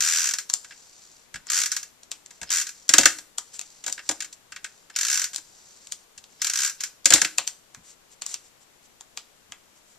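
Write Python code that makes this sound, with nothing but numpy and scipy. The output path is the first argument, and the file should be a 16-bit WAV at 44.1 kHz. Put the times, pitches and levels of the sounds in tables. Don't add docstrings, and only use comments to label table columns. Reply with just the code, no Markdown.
import sys
import numpy as np
from scipy import signal
from scipy.fft import rfft, irfft, next_fast_len
from scipy.io import wavfile
from scipy.ndimage import map_coordinates

SR = 44100
rng = np.random.default_rng(int(sys.argv[2]) if len(sys.argv) > 2 else 0)


def wav_record(signal):
    frames = np.transpose(np.atleast_2d(signal))
    bounded = np.clip(frames, -1, 1)
    quanta = np.round(bounded * 32767).astype(np.int16)
    wavfile.write(sys.argv[1], SR, quanta)


N = 440118
TIME, HIT = np.arange(N) / SR, np.arange(8192) / SR
CRUISE_TEETH_PER_S = 70

# (time [s], speed [teeth/s], force [dB])
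PUSHES = [
    [(.0054, 57.2, -8.5), (.04, 80.6, -10.5), (.18, 81.4, -11), (.187, 98.1, -13), (.29, 52, -11.5),
     (.395, 5, -12.5)],
    [(1.5, 51.6, -10), (1.567, 103.5, -11.5), (1.589, 76.5, -9.5), (1.67, 27, -10.5)],
    [(1.717, 23, -10.5), (1.764, 19.3, -11), (1.835, 11, -23.5)],
    [(2.503, 53.1, -10.5), (2.518, 105.1, -11), (2.62, 56, -12)],
    [(2.6676, 44, -20), (2.7, 44, -23.5)],
    [(4.961, 36, -11), (5.148, 76.3, -11), (5.164, 51.2, -10.5), (5.252, 37.6, -10)],
    [(6.417, 25.4, -9), (6.444, 47.2, -9), (6.52, 21.2, -11.5), (6.559, 60.9, -11.5), (6.66, 74, -10.5),
     (6.7, 35, -18.5)],
    [(6.8054, 33, -16), (6.845, 33, -10.5)],
]
# (frequency [Hz], width [Hz], level [dB])
CASE_MODES = [(1070, 84, -8.5), (1263, 130, -4), (1566, 210, 5), (1800, 420, 2.5), (2160, 350, 1.5),
              (2703, 170, 2), (3130, 380, -1), (4300, 1600, -3), (5300, 200, 5)]
# (frequency [Hz], width [Hz], level [dB])
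DESK_MODES = [(155, 69, -2.5), (238, 110, -2), (314.4, 28, 7.5), (556.3, 51, 1.5), (695, 89, -1.5),
              (950, 260, -3)]
# (frequency [Hz], level [dB])
CRACK_SPECTRUM = [(100, -35), (1200, -17), (2500, -11.5), (3600, -2.5), (5200, 0.5), (7000, 1.5),
                  (10000, -4), (14000, -6.5)]
# (frequency [Hz], level [dB])
MAT_SPECTRUM = [(20, -10), (65, 1), (110, -8), (200, -4), (320, -21.5), (900, -52.5)]
# (frequency [Hz], level [dB])
EDGE_SPECTRUM = [(100, -22.5), (1000, -13), (3000, -3.5), (5000, 1), (8000, 3), (14000, -6.5)]


def amp(db):
    return 10 ** (np.asarray(db) / 20)


def unit(x):
    return x / np.sqrt(np.mean(x ** 2) + 1e-20)


def along(points, hz):
    f, v = np.transpose(points)
    return np.interp(np.log(hz + 1), np.log(f + 1), v)


def convolve(x, response):
    return signal.oaconvolve(np.atleast_2d(x), np.atleast_2d(response), axes=-1)[:, :x.shape[-1]]


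def colour(points):
    n = len(HIT)
    cepstrum = irfft(np.log(amp(along(points, np.fft.rfftfreq(n, 1 / SR)))))
    cepstrum[1:n // 2] *= 2
    cepstrum[n // 2 + 1:] = 0
    return irfft(np.exp(rfft(cepstrum)))


def resonator(modes):
    f = np.fft.rfftfreq(len(HIT), 1 / SR)
    return irfft(sum((-1) ** k * amp(db) * 1j * f * width / (hz * hz - f * f + 1j * f * width)
                     for k, (hz, width, db) in enumerate(modes)))


def struck(modes, focus_hz, slope_db):
    return resonator([(hz, width, db - slope_db * abs(np.log2(hz / focus_hz)))
                      for hz, width, db in modes])


def noise(points):
    return unit(convolve(rng.standard_normal(N), colour(points)))


def stereo_noise(n):
    # (frequency [Hz], correlation [0-1])
    likeness = [(60, .7), (250, 0.99), (1500, 0.98), (3000, .85), (5000, 0.67), (7000, 0.78), (12000, 0.9)]
    turn = np.arccos(along(likeness, np.fft.rfftfreq(n, 1 / SR))) / 2
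    mid, side = irfft(rfft(rng.standard_normal((2, n))) * [np.cos(turn), np.sin(turn)], n)
    return np.array([mid + side, mid - side])


def burst(body, t60, attack, scatter_db):
    decay = amp(-60 * HIT / t60) + amp(scatter_db - 60 * HIT / 0.16)
    rise = 1 - np.exp(-HIT / attack)
    return unit(convolve(stereo_noise(len(HIT)) * decay * rise, body))


def crackle(points, grain_rate, spread_db):
    hiss = stereo_noise(next_fast_len(N))[:, :N]
    strengths = rng.standard_normal(int(N * grain_rate / SR) + 4)
    flicker_db = spread_db * map_coordinates(strengths, [TIME * grain_rate])
    return unit(convolve(hiss * amp(flicker_db), colour(points)))


def add(track, s, sound):
    part = track[:, max(round(s * SR), 0):][:, :sound.shape[1]]
    part += sound[:, :part.shape[1]]


def room_tone():
    # (frequency [Hz], level [dB])
    rumble = [(20, 7.5), (60, -3.5), (120, -2.5), (250, -7), (600, -18.5), (2000, -35), (14000, -55)]
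    air = [(30, 0), (3000, 2.5), (7500, -0.5), (14000, -4.5)]
    return amp(-77.5) * noise(rumble) + amp(-62.5) * np.vstack([noise(air), noise(air)])


def motion(push):
    s, speed, force_db = np.transpose(push)
    t = np.arange(s[0], s[-1], 1 / SR)
    return t, np.interp(t, s, speed), np.interp(t, s, force_db)


def teeth(spread_db):
    for push in PUSHES:
        t, speed, force_db = motion(push)
        passed = np.floor(np.cumsum(speed) / SR)
        for i in np.flatnonzero(np.diff(passed, prepend=-1)):
            yield t[i], force_db[i] + spread_db * rng.standard_normal()


def ratchet():
    # (frequency [Hz], level [dB])
    pawl_spectrum = [(60, -32.5), (130, -34.5), (300, -29), (800, -22), (1200, -14), (2200, -5.5),
                     (3200, -5), (4500, 2.5), (6000, 6.5), (8000, 0.5), (14000, 0)]
    out, pawl = np.zeros((2, N)), colour(pawl_spectrum)
    case, desk = struck(CASE_MODES, 1560, slope_db=3.5), struck(DESK_MODES, 550, slope_db=5.5)
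    for s, db in teeth(spread_db=1.0):
        snap = amp(-23) * burst(pawl, t60=0.016, attack=0.0025, scatter_db=-19.5)
        ring = amp(-34) * burst(case, t60=0.014, attack=0.0031, scatter_db=-20)
        thump = amp(-62) * burst(desk, t60=0.02, attack=0.002, scatter_db=-19)
        add(out, s, amp(db) * (snap + ring + thump))
    return out


def tape_peel():
    release_s = 0.025
    gain = np.zeros(N)
    for push in PUSHES:
        t, speed, force_db = motion(push)
        level = amp(force_db - 24.5) * (speed / CRUISE_TEETH_PER_S) ** 0.9
        gain += np.interp(TIME, np.append(t, t[-1] + release_s), np.append(level, 0), left=0)
    # (frequency [Hz], level [dB])
    tape_spectrum = [(60, -22), (700, -23.5), (1100, -5), (1550, 2), (2100, -4.5), (3200, 2), (5000, 2.5),
                     (8000, 2.5), (14000, -1)]
    tearing = crackle(tape_spectrum, grain_rate=1200, spread_db=3)
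    hollow = amp(-13.5) * unit(convolve(tearing, resonator(CASE_MODES)))
    hand_rumble = amp(-34) * noise(MAT_SPECTRUM)
    return gain * (tearing + hollow + hand_rumble)


def card_ticks():
    # (time [s], level [dB], ring of the patch [dB], pitch [Hz])
    ticks = [(.498, -12.5, -29.5, 1510), (.537, -5.5, -26.5, 5600), (1.468, -27.5, -23.5, 1490),
             (2.032, -33, -34, 870), (2.115, -16, -20, 3370), (2.26, -32, -25, 2170),
             (3.382, -11.5, -27.5, 1295), (3.592, -18.5, -21, 3430), (3.612, -21, -22.5, 2910),
             (3.925, -12.5, -40, 1780), (5.345, -19, -30, 2713), (5.36, -12.5, -34, 2873),
             (5.87, -30.5, -23, 2930), (5.921, -14.5, -28, 3360), (6.239, -34.5, -15.5, 4360),
             (7.382, -6, -16.5, 2933), (7.475, -9, -32, 2204), (7.746, -28.5, -18, 1540),
             (8.219, -17.5, -18.5, 2930), (8.263, -16, -34, 1260), (8.341, -15, -23, 3020),
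             (9.008, -29.5, -23, 1150), (9.173, -19.5, -14.5, 3280), (9.52, -26.5, -12.5, 2140)]
    # (frequency [Hz], level [dB])
    flex_spectrum = [(50, -15), (200, -6), (450, 0), (850, 3), (1300, 9), (4000, -56)]
    out, crack, flex = np.zeros((2, N)), colour(CRACK_SPECTRUM), colour(flex_spectrum)
    for s, db, ring_db, hz in ticks:
        patch = resonator([(0.83 * hz, 0.74 * hz, -4), (hz, 0.5 * hz, 0), (1.55 * hz, 0.2 * hz, -7)])
        thump = amp(ring_db - 27.5) * burst(flex, t60=0.047, attack=0.00054, scatter_db=-3.5)
        pop = amp(ring_db - 13) * burst(patch, t60=0.008, attack=0.0022, scatter_db=-28)
        snap = amp(-26) * burst(crack, t60=0.0065, attack=0.0009, scatter_db=-34)
        scuff = amp(-36) * burst(crack, t60=0.1, attack=0.0082, scatter_db=-19)
        add(out, s - 0.007, amp(db) * scuff)
        add(out, s + 0.0006, amp(db) * (thump + pop + snap))
    return out


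def swells(strokes, shape):
    progress, arch = np.linspace(0, 1, 33), np.hanning(33) ** shape
    return sum(amp(db) * np.interp(TIME, start + length * progress, arch)
               for start, length, db in strokes)


def card_slides():
    # (start [s], length [s], level [dB])
    slides = [(.53, 0.75, -54.5), (2.3, 0.1, -57), (2.72, 0.16, -53), (3.42, 0.49, -55), (4.01, 0.093, -51),
              (4.66, 0.22, -60.5), (5.38, 0.68, -54.5), (6.28, 0.14, -59)]
    # (frequency [Hz], level [dB])
    rub_spectrum = [(100, -30.5), (1000, -13.5), (3000, -10.5), (4500, 1.5), (5800, 1.5), (7500, -1.5),
                    (10000, -7.5), (14000, -15)]
    # (start [s], length [s], level [dB])
    brushes = [(3.525, 0.058, -42), (7.83, .12, -50.5), (8.1, 0.052, -53.5), (8.27, 0.092, -37.5),
               (8.43, 0.066, -55.5), (8.6, 0.047, -58), (8.82, .06, -58.5), (9.75, 0.047, -59),
               (9.84, 0.14, -60.5)]
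    pressed = swells(slides, shape=0.26) * crackle(rub_spectrum, grain_rate=230, spread_db=2.5)
    brushed = swells(brushes, shape=0.4) * crackle(EDGE_SPECTRUM, grain_rate=280, spread_db=1.5)
    return pressed + brushed


def case_contacts():
    # (time [s], level [dB], hardness as crack
    # over case ring [dB], desk thump [dB], rebound [0-1], mode favoured by the struck spot [Hz])
    knocks = [(0.644, -29, 2.5, -36, 0.01, 1800), (0.707, -33, -9.5, -32, .8, 1790),
              (1.341, -22, -2.5, -35.5, 0.99, 1710), (2.306, -33.5, 7, -29, 0, 2011),
              (2.414, -22.5, 3.5, -28, 1, 1700), (2.891, -4, 10.5, -36, 0.03, 1800),
              (2.937, 3.5, 6, -34, 0, 1701), (2.982, 4, 8, -29, 0.16, 2690),
              (3.032, -9, -0.5, -34, 0, 1710), (3.056, 6, 3.5, -36, 0, 1699),
              (3.184, -25, 10.5, -30, 0.01, 1500), (3.839, -24.5, 5, -36, 0.02, 2997),
              (3.863, -18, 11, -30.5, 0.01, 1602), (3.878, -17, 8.5, -28.5, 0.46, 2030),
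              (3.977, -28, -11, -28.5, 1, 1750), (4.09, -10, 9.5, -23, 0.41, 1660),
              (4.204, -17, 5.5, -42, 0.72, 2660), (4.244, -25, 6.5, -48, 0.03, 1630),
              (4.326, -35, 21, -35, 0.02, 2900), (4.52, -25, -3, -40, 0, 1660),
              (4.561, -23.5, -3, -55, 0, 1868), (4.643, -18.5, 0.5, -44, 0.22, 1440),
              (4.898, -32.5, -4, -28, 0.01, 1493), (5.332, -25.5, 9, -39, 0.01, 1642),
              (5.379, -28.5, 11.5, -28.5, 0, 1447), (6.177, -30, 8, -44.5, 0.05, 4402),
              (7.056, 0, 11.5, -37, 0, 2100), (7.104, -2.5, 7, -28, 0, 2700),
              (7.122, -2.5, -2, -35, 0.03, 1961), (7.136, 2, 18, -29, 0.01, 2680),
              (7.157, -8.5, 0, -28, .5, 1938), (7.216, -3.5, 6, -34.5, 0, 1920),
              (7.247, -7.5, -1, -35, 0.02, 1780), (7.381, -21, 2, -16, 0, 1300)]
    for s, db, hard_db, thump_db, rebound, hz in knocks:
        strength = amp(db)
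        yield s, strength, hard_db, thump_db, hz
        if rebound > 0:
            flight_s = 0.026 * strength ** 0.2
            yield s + flight_s, rebound * strength, hard_db, thump_db, hz


def case_knocks():
    out, crack = np.zeros((2, N)), colour(CRACK_SPECTRUM)
    for s, strength, hard_db, thump_db, case_hz in case_contacts():
        soft = strength ** -0.18
        desk = struck(DESK_MODES, 500 / strength ** 0.27, slope_db=3.5)
        case = struck(CASE_MODES, case_hz, slope_db=5.5)
        thump = burst(desk, t60=0.05, attack=0.0025, scatter_db=-16)
        ring = burst(case, t60=0.018 * soft, attack=0.00058 * soft, scatter_db=-15)
        snap = burst(crack, t60=0.019 * soft, attack=0.0007 * soft, scatter_db=-19)
        graze = amp(hard_db / 2 - 59) * soft * burst(crack, t60=0.026, attack=0.0011, scatter_db=-21)
        blow = amp(thump_db - 10.5) * thump + amp(-hard_db / 2 - 27) * ring + amp(hard_db / 2 - 27) * snap
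        add(out, s - 0.011, strength * graze)
        add(out, s, strength * blow)
    return out


def mat_bumps():
    # (time [s], level [dB])
    bumps = [(1.343, -47), (2.411, -50), (2.983, -37), (3.057, -50), (4.094, -58), (4.529, -65),
             (6.168, -64.5), (7.135, -44), (7.768, -52.5), (9.489, -60.5)]
    out, mat = np.zeros((2, N)), colour(MAT_SPECTRUM)
    for s, db in bumps:
        add(out, s, amp(db - 11) * burst(mat, t60=0.17, attack=0.0038, scatter_db=-21))
    return out


def tip_creak(rise_s):
    grip = crackle(EDGE_SPECTRUM, grain_rate=540, spread_db=6.5)
    creak = unit(convolve(grip, resonator(CASE_MODES)))
    gain, rise = np.zeros((1, N)), np.exp(-HIT[::-1] / rise_s)[None]
    for push in PUSHES:
        s, speed, force_db = push[0]
        if s > HIT[-1]:
            level = amp(force_db - 13) * (speed / CRUISE_TEETH_PER_S) ** 2
            add(gain, s - HIT[-1], level * rise)
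    return gain * creak


def with_reflections(x):
    # (left delay [s], right delay [s], level [dB])
    bounces = [(.00118, 0.0013, -22.5), (.00260, .00256, -22.5), (.0042, 0.0073, -18), (.0073, 0.0082, -15)]
    n = next_fast_len(N + len(HIT))
    hz = np.fft.rfftfreq(n, 1 / SR)
    comb = 1 + sum(amp(db) * np.exp(-2j * np.pi * np.outer([left, right], hz))
                   for left, right, db in bounces)
    return irfft(rfft(x, n) * comb, n)[:, :N]


def reverb(x, onset_s):
    # (frequency [Hz], t60 [s])
    decay_times = [(150, 0.46), (600, 0.41), (1700, .3), (4000, .36), (7000, 0.33), (13000, 0.54)]
    hz, t, bands = signal.stft(stereo_noise(SR * 2 // 3), SR, nperseg=256)
    decay = amp(-60 * t / along(decay_times, hz)[:, None])
    _, tail = signal.istft(bands * decay, SR, nperseg=256)
    tail *= 1 - np.exp(-np.arange(tail.shape[1]) / SR / onset_s)
    return convolve(x, tail / np.linalg.norm(tail[0]))


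def scene():
    swipes = tip_creak(rise_s=0.01) + ratchet() + tape_peel()
    direct = swipes + case_knocks() + card_ticks() + mat_bumps() + card_slides()
    return amp(-0.5) * with_reflections(direct) + amp(-15) * reverb(direct, onset_s=0.0043) + room_tone()


def record(dry):
    # (frequency [Hz], gain [dB])
    mic_left = [(1000, 1), (4000, -0.5), (6200, -0.5), (7200, 10.5), (8500, 1), (10000, -5), (14200, -8),
                (14900, -35)]
    mic_right = [(1000, 0.34), (4000, -1), (5200, -0.5), (6100, 6.5), (7200, -2), (8500, -11.5),
                 (10000, -18.5), (14200, -31.5), (14900, -42.5)]
    # (frequency [Hz], level [dB])
    hiss_left = [(30, 7.5), (200, 14), (480, 14.5), (1000, 12), (2000, 8), (4000, 5.5), (8000, 0.5),
                 (14200, -2), (14600, -36)]
    hiss_right = [(30, 4), (300, 1), (1500, -1.5), (5000, 0), (9000, -1.5), (14200, -1.5), (14600, -35.5)]
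    align_s = 0.000014
    top_hz, skirt_hz = 15500, 800
    heard = convolve(dry, np.array([colour(mic_left), colour(mic_right)]))
    hiss = np.vstack([amp(-57.5) * noise(hiss_left), amp(-64) * noise(hiss_right)])
    clipped = np.clip(heard + hiss, -1, 1)
    n = next_fast_len(N)
    hz = np.fft.rfftfreq(n, 1 / SR)
    align = np.exp(-2j * np.pi * np.outer([align_s, 0], hz))
    lowpass = np.clip((top_hz - hz) / skirt_hz + 0.5, 0, 1)
    return irfft(rfft(clipped, n) * align * lowpass, n)[:, :N]


dry = scene()
out = record(dry)
wav_record(out)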